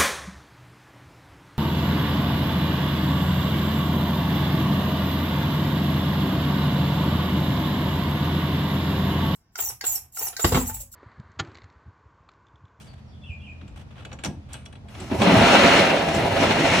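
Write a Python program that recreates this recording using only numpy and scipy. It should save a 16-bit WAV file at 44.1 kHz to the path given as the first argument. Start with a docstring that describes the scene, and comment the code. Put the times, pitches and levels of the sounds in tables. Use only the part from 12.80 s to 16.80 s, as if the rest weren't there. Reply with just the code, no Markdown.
"""Outdoors, about a metre from a pickup bed, a slatted roll-up cover is unlatched and pushed open.
A low hum like an idling engine runs throughout, and a songbird whistles at first. Friction and impacts
excite the modes of the metal latch and the hollow bed. From about 2 s the slats rattle along their
metal rails and drum on the bed, and two resonances glide as the cover rolls up."""
import sys
import numpy as np
from scipy import signal
from scipy.fft import rfft, irfft
from scipy.io import wavfile
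from scipy.ndimage import uniform_filter1d, map_coordinates

SR = 44100
rng = np.random.default_rng(int(sys.argv[2]) if len(sys.argv) > 2 else 0)


def waveform_to_disk(signal):
    """Save audio, clipped to [-1, 1], as 16-bit WAV at the path in sys.argv[1]."""
    frames = np.transpose(np.atleast_2d(signal))
    scaled = np.clip(frames, -1, 1) * 32767
    samples = np.round(scaled).astype(np.int16)
    wavfile.write(sys.argv[1], SR, samples)


N = 176400
T = np.arange(N) / SR
F = np.fft.rfftfreq(2 * N, 1 / SR)
ANTIPHASE = np.array([[1], [-1]])  # a side signal adds on the left and subtracts on the right

# modes of the metal latch (frequency [Hz], relative level [dB], T60 [s])
LATCH_MODES = [(1150, -7, 0.12), (1375, -10, 0.17), (1638, -11, 0.23), (2267, -5, 0.098), (2580, -14, .22),
               (2930, -15, 0.13), (3350, -5.5, 0.058), (3940, -14, 0.067), (4590, -14, 0.075),
               (5810, -6, 0.052), (5890, -21, 0.2), (7000, -5.5, 0.075), (7520, -10, 0.092),
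               (8230, -8, 0.077)]


def undb(db):
    """Amplitude ratio of a level in decibels."""
    return np.exp(np.asarray(db) * (np.log(10) / 20))


def unit(x):
    """Normalisation to an rms of 1."""
    return x / np.sqrt(np.mean(x ** 2))


def noise():
    """Gaussian white noise."""
    return rng.standard_normal(N)


def gains(points):
    """Magnitude response through points of (frequency [Hz], level [dB])."""
    hz, db = np.array(points).T
    return undb(np.interp(np.log(F + 1), np.log(hz), db))


def shape(x, response):
    """Convolution as a product of spectra."""
    return irfft(rfft(x, 2 * N) * response)[..., :N]


def walk(rate):
    """Random modulation of rms 1, interpolated between `rate` values a second."""
    return unit(np.interp(T * rate, np.arange(4000), rng.standard_normal(4000)))


def wide(response, side):
    """Coloured stereo noise; an independent side signal lowers the coherence of the channels."""
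    mid, edge = (unit(shape(noise(), response)) for _ in range(2))
    return mid + side * edge * ANTIPHASE


def decay(t, t60):
    """Exponential damping from t = 0, by 60 dB in t60 seconds."""
    return (t >= 0) * np.exp(-np.log(1000) * np.maximum(t, 0) / t60)


def street():
    """Broadband rumble under hum partials with slow amplitude and phase modulation."""
    air_spectrum = [(20, -77), (42, -1.5), (80, 5), (125, 0), (230, -6), (330, -19), (700, -20.5),
                    (1500, -30.5), (3300, -35.5), (6000, -43), (9000, -53), (14000, -58)]  # outdoor rumble (frequency [Hz], level [dB])
    air_levels = [(0, -46.5), (1.2, -44), (2, -45.5), (4, -39)]  # its envelope (time [s], level [dB])
    hum_partials = [(81, -50), (129, -51), (210, -58), (291, -68)]  # engine-like hum (frequency [Hz], level [dB])
    air, spread = gains(air_spectrum), gains([(100, -13.5), (400, -3.5), (2000, 1)])
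    side = shape(noise(), air * spread) / np.std(shape(noise(), air))
    rumble = unit(shape(noise(), air)) + side * ANTIPHASE
    hum = sum(np.sqrt(2) * undb(db + 1.6 * walk(7.9)) * np.sin(2 * np.pi * hz * T + 0.28 * walk(5.4))
              for hz, db in hum_partials)
    return rumble * undb(np.interp(T, *np.array(air_levels).T)) + hum


def metal_noise(spectrum, lift_db=5, width_hz=170):
    """Resonance lifts a noise spectrum around each mode of the latch."""
    peaks = sum(1 / (1 + (2 * (F - hz) / width_hz) ** 2) for hz, _, _ in LATCH_MODES)
    return wide(gains(spectrum) * undb(lift_db * peaks), side=0.74)


def scrapes(tick, hollow, rise_s=0.00099, release_s=0.023):
    """Friction with an uneven grip drives the latch and the bed with modulated noise."""
    # rubs of latch and cover (time [s], duration [s], body level [dB], treble level [dB])
    strokes = [(0, 0.041, -55, -56.5), (0.06, 0.12, -62.5, -75), (0.959, 0.055, -56.5, -65.5),
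               (1.107, 0.01, -55, -75), (1.155, 0.047, -55, -72), (1.189, 0.15, -60.5, -80),
               (1.687, 0.04, -55, -68)]
    rub_spectrum = [(100, -5), (600, -0.5), (1600, -4.5), (3500, -5.5), (5000, -23), (12000, -35)]  # friction noise (frequency [Hz], level [dB])
    rub = metal_noise(rub_spectrum) + undb(-3.5) * hollow
    grip = undb(3 * walk(170))
    out = np.zeros((2, N))
    for start, length, db, treble_db in strokes:
        envelope = np.clip((T - start) / rise_s, 0, 1)
        envelope *= np.exp(-np.maximum(T - start - length, 0) / release_s)
        out += envelope * grip * (undb(db) * rub + undb(treble_db) * tick)
    return out


def latch():
    """Impact and friction excite the same resonators: the metal latch and the hollow bed."""
    # spectra of click, bright tick and hollow bed (frequency [Hz], level [dB])
    click_spectrum = [(100, -12), (400, 4), (750, -7), (1200, 5), (2500, 4), (3400, 3), (4400, -2.5),
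                      (4900, -17), (5800, -12), (9000, -26), (14000, -48)]
    tick_spectrum = [(2000, -4), (4800, 2), (5800, 2.5), (7000, -0.5), (8400, 3), (9400, 1), (10500, -7.5),
                     (12000, -1), (15000, -25)]
    bed_spectrum = [(120, -29), (230, 1.5), (370, -3.5), (470, -4.5), (600, -2), (850, -2.5), (1100, -16),
                    (2000, -51)]
    body, tick = metal_noise(click_spectrum), metal_noise(tick_spectrum)
    hollow = wide(gains(bed_spectrum), side=0.41)
    return (clicks(body, tick, hollow) + scrapes(tick, hollow)) * undb(0.35 * ANTIPHASE)


def bird():
    """Frequency-modulated whistles and falling slurs, scattered by leaves and reflected by houses."""
    # contour of a whistle (time from onset [s], frequency [Hz], relative level [dB])
    contour = [(0, 2692, -12), (.005, 2760, -1.5), (0.019, 2887, -8), (0.035, 3164, -9), (.05, 2946, -9),
               (0.058, 2605, 0), (0.073, 2525, 1), (.105, 2470, -2), (.12, 2450, -14), (.13, 2430, -35)]
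    whistles = [(.436, -44, 0.98), (0.613, -45, 0.97)]  # calls (time [s], level [dB], pitch [ratio])
    # falling notes (time [s], duration [s], start [Hz], end [Hz], level [dB], pitch waver [ratio])
    slurs = [(0.068, 0.032, 4880, 4250, -53.5, .004), (0.257, 0.073, 5580, 4680, -65.5, .05),
             (0.309, 0.066, 3840, 2960, -61, .05), (0.412, 0.044, 3670, 3110, -51.5, .03),
             (0.596, 0.028, 3400, 3050, -53.5, 0.028)]
    song, waver, wobble = np.zeros(N), 1 + 0.021 * walk(250), walk(301)
    times, hz, db = np.array(contour).T
    for start, call_db, ratio in whistles:
        phase = 2 * np.pi * np.cumsum(np.interp(T - start, times, hz) * ratio * waver) / SR
        tone = np.sin(phase) + undb(-33) * np.sin(2 * phase) + undb(-31) * np.sin(3 * phase)
        song += undb(call_db + np.interp(T - start, times, db, left=-120, right=-120)) * tone
    for start, length, start_hz, end_hz, slur_db, depth in slurs:
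        progress = np.clip((T - start) / length, 0, 1)
        pitch = start_hz * (end_hz / start_hz) ** progress * (1 + depth * wobble)
        song += undb(slur_db) * np.sin(np.pi * progress) * np.sin(2 * np.pi * np.cumsum(pitch) / SR)
    song *= undb(1.5 * walk(151.2))  # the level flutters
    houses, leaves = (unit(rng.standard_normal((2, N)) * decay(T - 0.016, t60)) / np.sqrt(N)
                      for t60 in (1, 0.14))
    return song + shape(song, rfft(undb(-4.5) * houses + undb(2) * leaves, 2 * N))


def thuds(log_spread=0.354):
    """Impacts of the cover set clusters of low, damped modes of the hollow bed in free vibration."""
    knocks = [(0.492, -31, 79.5), (.822, -41, 236.5), (.91, -36, 62), (1.463, -28, 215.3),
              (1.478, -29, 129.6), (1.496, -35.5, 275), (1.556, -36, 101), (1.571, -42.5, 278),
              (2.313, -18, 257.4), (2.382, -33, 127), (2.469, -9.5, 212.8), (2.532, -12.5, 226),
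              (2.561, -22, 96), (2.608, -18, 215), (2.725, -17.5, 707), (2.842, -13.5, 221.3),
              (2.939, -17.5, 321.4), (3.135, -17, 641.6), (3.617, -20.5, 269), (3.808, -29, 321)]  # cover on bed (time [s], level [dB], centre frequency [Hz])
    out, t = np.zeros((2, 2 * N)), T[:SR // 2]
    envelope = decay(t, t60=0.23) * np.minimum(t / 0.0031, 1)
    rms, weights = np.sqrt(np.mean(envelope ** 2)), np.hanning(14)[1:-1]
    for start, db, centre_hz in knocks:
        offsets = np.linspace(-1.5, 1.5, 12) + 0.103 * rng.standard_normal(12)
        mode_hz = centre_hz * np.exp(log_spread * offsets)[:, None]
        clusters = (weights @ np.sin(2 * np.pi * (mode_hz * t + rng.random((12, 1)))) for _ in range(2))
        mid, side = (rms * unit(envelope * cluster) for cluster in clusters)
        first = int(start * SR)
        out[:, first:first + len(t)] += undb(db) * (mid + 0.16 * side * ANTIPHASE)
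    return out[:, :N]


def latch_ring(t, click_db, tick_db, favoured_hz, lift_db):
    """Free vibration as a sum of damped modes; the point of contact favours those near one frequency."""
    ring = np.zeros((2, len(t)))
    for hz, mode_db, t60 in LATCH_MODES:
        drive_db = tick_db if hz > 5000 else click_db
        drive_db += lift_db * np.exp(-(np.log(hz / favoured_hz) / 0.29) ** 2)
        amplitude = undb(drive_db + mode_db + 1.8 * rng.standard_normal())
        detuned_hz = hz * (1 + 0.0046 * rng.standard_normal())
        phase = 2 * np.pi * detuned_hz * t + rng.uniform(0, 2.76, (2, 1))
        ring += amplitude * decay(t, t60) * np.sin(phase)
    return ring


def clicks(body, tick, hollow, attack_s=0.0045, tick_span=1.03):
    """Impulsive excitation gives a crack, a bright tick, a metallic ring and a boom of the bed."""
    # impacts of latch and slats (time [s], click level [dB], tick level [dB], tick centre [Hz],
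    # noise T60 [s], favoured ring frequency [Hz], its lift [dB])
    impacts = [(0.811, -47, -77, 6000, 0.15, 3400, 0), (.877, -51, -55, 7400, 0.14, 3400, 3),
               (1.249, -37, -45.5, 7140, .07, 2850, 9), (1.315, -39.5, -70, 6000, 0.095, 1440, 8),
               (1.327, -42, -46.5, 7000, 0.052, 6100, 19), (1.387, -43, -58, 7360, 0.31, 7400, 17),
               (1.436, -29.5, -30.5, 8500, 0.034, 2500, 8), (1.446, -29.5, -25.5, 5600, 0.069, 5750, 8),
               (1.456, -35, -35, 6000, 0.13, 5800, 5), (1.730, -65, -33.5, 8450, 0.083, 8260, 6),
               (1.739, -40, -49, 9000, 0.42, 3200, 18.5), (1.75, -49, -61, 9100, 0.22, 3100, 13),
               (1.853, -60, -50, 8600, 0.066, 8300, -7), (1.858, -44.5, -47, 5770, 0.074, 3360, 19),
               (1.925, -47, -56, 9000, 0.13, 3300, 7), (1.953, -48.5, -64, 8500, .07, 3820, 15),
               (2.084, -47.5, -58, 8050, .08, 3400, 14.5), (2.148, -40.5, -60, 7000, 0.11, 2300, 2),
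               (2.199, -44, -40, 7950, 0.17, 8300, 1), (2.312, -37, -59, 6000, 0.074, 2300, 7),
               (2.416, -18.5, -31.5, 8130, 0.1, 4000, 14), (2.471, -21.5, -40, 6000, 0.13, 2600, -5),
               (3.284, -23, -35, 7000, 0.087, 3400, -2), (3.345, -29, -30.5, 7450, 0.097, 5850, 3),
               (3.606, -33, -34, 6030, 0.1, 2300, -6), (3.707, -18.5, -39, 6000, 0.07, 1400, 4)]
    out = np.zeros((2, N))
    for start, db, tick_db, tick_hz, t60, favoured_hz, lift_db in impacts:
        first = int(start * SR)
        t = T[:min(SR // 3, N - first)]
        span = slice(first, first + len(t))
        attack = np.minimum(t / attack_s, 1)
        crack, tail = undb(15) * np.exp(-t / 0.0035), undb(-12) * decay(t, t60=0.26)
        envelope = undb(-11.5) * (crack + decay(t, t60) + tail)
        band = signal.butter(1, [tick_hz / tick_span, tick_hz * tick_span], "band", fs=SR, output="sos")
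        bright = undb(-6.5) * tick[:, span] + undb(6.5) * signal.sosfilt(band, tick[:, span])
        burst = envelope * (undb(db) * body[:, span] + undb(tick_db) * bright)
        ring = undb(-8) * latch_ring(t, db, tick_db, favoured_hz, lift_db)
        boom = undb(db - 7.5) * np.minimum(t / 0.006, 1) * decay(t, t60=0.24) * hollow[:, span]
        out[:, span] += attack * (burst + ring) + boom
    return out


def contacts(count):
    """Transfer functions (mid, side) of points on the rails: dense random modes under shared peaks."""
    slat_modes = [(98, 17, 3), (319, 50, -1), (378.6, 16, 6.5), (563, 35, 5), (676, 54, 6), (770, 26, 4),
                  (805, 12, 2.5), (997, 29, -0.5), (1310, 54, 2.5), (1561, 24, 2), (2000, 41, 5),
                  (2200, 28, 7), (2430, 26, 3.5), (2680, 19, 3), (2780, 15, 5), (3040, 47, 1.5),
                  (3230, 35, 1), (3530, 38, 6.5)]  # slat and rail resonances (frequency [Hz], width [Hz], lift [dB])
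    side_spectrum = [(50, -38), (120, -42), (220, -31), (350, -10.5), (640, -6.5), (1150, -5), (2000, -10),
                     (2800, 3.5), (3700, -3), (5500, -2), (8000, -9), (12000, 10.5)]  # stereo width (frequency [Hz], side minus mid [dB])
    paths = rfft(rng.standard_normal((count, 2, N)) * decay(T, t60=0.063), 2 * N)
    paths /= np.sqrt(uniform_filter1d(np.abs(paths) ** 2, size=800))  # flatten the broad trend
    peaks = undb(sum(lift / (1 + (2 * (F - hz) / width) ** 2) for hz, width, lift in slat_modes))
    return paths * peaks * np.array([np.ones(len(F)), gains(side_spectrum)])


def rattle(spectrum, level_db, jolts, paths, hits_per_s, spread_db, jolt_db):
    """Shot noise: dense random impacts, uneven in size, ring the slats and rails."""
    balance = [(60, 0), (110, -1), (200, -2), (350, -3), (640, -0.5), (1150, -1), (2080, 0.5), (3760, 3),
               (6800, 0), (12300, -0.5)]  # stereo position (frequency [Hz], left minus right [dB])
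    hits = (rng.random((len(paths), N)) < hits_per_s / SR) * np.sign(noise())
    hits *= undb(spread_db * np.minimum(noise(), 2) + jolt_db * jolts)
    mid, side = (rfft(hits, 2 * N)[:, None] * paths).sum(axis=0) * gains(spectrum)
    lean = np.sqrt(gains(balance))
    out = irfft(np.array([(mid + side) * lean, (mid - side) / lean]))[:, :N]
    return out / np.std(out.mean(axis=0)) * undb(level_db)


def gliding_resonance(x, hz, width_hz):
    """A resonator with a moving natural frequency and unit gain at its centre."""
    carrier = np.exp(2j * np.pi * np.cumsum(hz) / SR)
    pole = np.exp(-np.pi * width_hz / SR)
    return 2 * np.real(carrier * signal.lfilter([1 - pole], [1, -pole], x / carrier))


def slide(slats_per_s=13, detune=0.01):
    """Forced vibration: the cover runs, slows and is pushed again; jolts modulate five bands together."""
    # envelopes of the cover (time [s], rumble [dB], drumming [dB], clatter [dB], rail [dB], hiss [dB])
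    levels = [(2.05, -72, -54, -54, -89, -94), (2.098, -44, -72, -61, -57.5, -64.5),
              (2.218, -37.5, -34.5, -47, -46, -51), (2.295, -39, -46, -49.5, -50, -53),
              (2.316, -35, -30, -31, -36.5, -52), (2.374, -27, -29.5, -34.5, -42.5, -48),
              (2.43, -27.5, -17.5, -23.5, -27, -35.5), (2.468, -43, -22, -22, -23.5, -37.5),
              (2.57, -19, -19.5, -19, -22, -34), (2.718, -35, -20, -19, -17.5, -30),
              (2.966, -33, -22.5, -19.5, -18.5, -31), (3.254, -44, -28.5, -26.5, -30.5, -43.5),
              (3.368, -25.5, -26.5, -25.5, -32, -37.5), (3.39, -32.5, -23, -24, -28.5, -41.5),
              (3.538, -28.5, -30, -26, -31.5, -44), (3.625, -32, -21.5, -21.5, -23.5, -35),
              (3.77, -39, -27, -25.5, -27, -39.5), (3.804, -30, -23.5, -24.5, -25.5, -36.5),
              (3.956, -39, -24.5, -24, -22, -31.5), (4.0, -31, -21, -30, -23.5, -32.5)]
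    # spectra of those five bands (frequency [Hz], level [dB])
    rumble = [(20, -46), (32, -39), (48, 3.5), (72, -2), (96, 8.5), (125, 8), (170, -35.5)]
    drum = [(90, -38), (145, -2), (178, 5), (245, 2.5), (290, 5.5), (330, 4.5), (390, -3), (520, -51)]
    clatter = [(290, -36), (410, -0.5), (490, -2), (570, 0), (790, -2), (880, -3), (1000, -4.5),
               (1300, -38)]
    rail = [(750, -5.5), (1050, -0.5), (1500, 0), (1800, -1.5), (2250, -1), (2900, -3), (3450, -8),
            (4300, -7), (4900, -19), (7000, -63)]
    hiss = [(4000, -4.5), (4900, -5), (5250, 3), (6400, -0.5), (7000, -4), (7800, -6), (9000, -12),
            (11500, -16.5), (12000, -40), (15000, -58)]
    # the boom of the roll sinks and the ring of the rails climbs
    # (frequency at 2.45 s [Hz], slope [Hz/s], width [Hz], gain [dB])
    glides = [(226, -63, 50, -4.5), (1280, 577, 670, -9.5)]
    times, *columns = np.array(levels).T
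    rumble_db, drum_db, clatter_db, rail_db, hiss_db = (
        np.interp(T, np.r_[times[0] - 0.05, times], np.r_[-100, column]) for column in columns)
    shake, paths = walk(rate=45.47), contacts(count=3)
    jolts = unit(shake - uniform_filter1d(shake, size=SR // 16))  # only the quick fluctuations
    bands = (
        rattle(rumble, rumble_db - 2, jolts, paths, hits_per_s=600, spread_db=1.5, jolt_db=0.8)
        + rattle(drum, drum_db - 2.5, jolts, paths, hits_per_s=500, spread_db=2, jolt_db=1)
        + rattle(clatter, clatter_db + 0.1, jolts, paths, hits_per_s=1000, spread_db=2, jolt_db=1.5)
        + rattle(rail, rail_db - 0.25, jolts, paths, hits_per_s=1000, spread_db=0.5, jolt_db=0.57)
        + rattle(hiss, hiss_db - 0.5, jolts, paths, hits_per_s=1100, spread_db=3.5, jolt_db=0.46))
    sound = bands + sum(undb(db) * gliding_resonance(bands, hz + slope * (T - 2.45), width)
                        for hz, slope, width, db in glides)
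    warped = T + detune / slats_per_s * walk(slats_per_s)  # passing slats detune the sound a little
    return np.array([map_coordinates(channel, [warped * SR], order=5, mode="mirror") for channel in sound])


def scene():
    """Linear superposition of all the sources."""
    return latch() + thuds() + slide() + bird() + street()


def record(dry):
    """Soft saturation rounds the highest peaks; band limiting cuts the deepest bass and the top."""
    rounded = dry / (1 + (dry / 0.95) ** 4) ** 0.25
    rounded = signal.sosfilt(signal.butter(3, 36, "highpass", fs=SR, output="sos"), rounded)
    return signal.sosfilt(signal.ellip(8, 0.2, 70, 12100, fs=SR, output="sos"), rounded)


dry = scene()
out = record(dry)
waveform_to_disk(out)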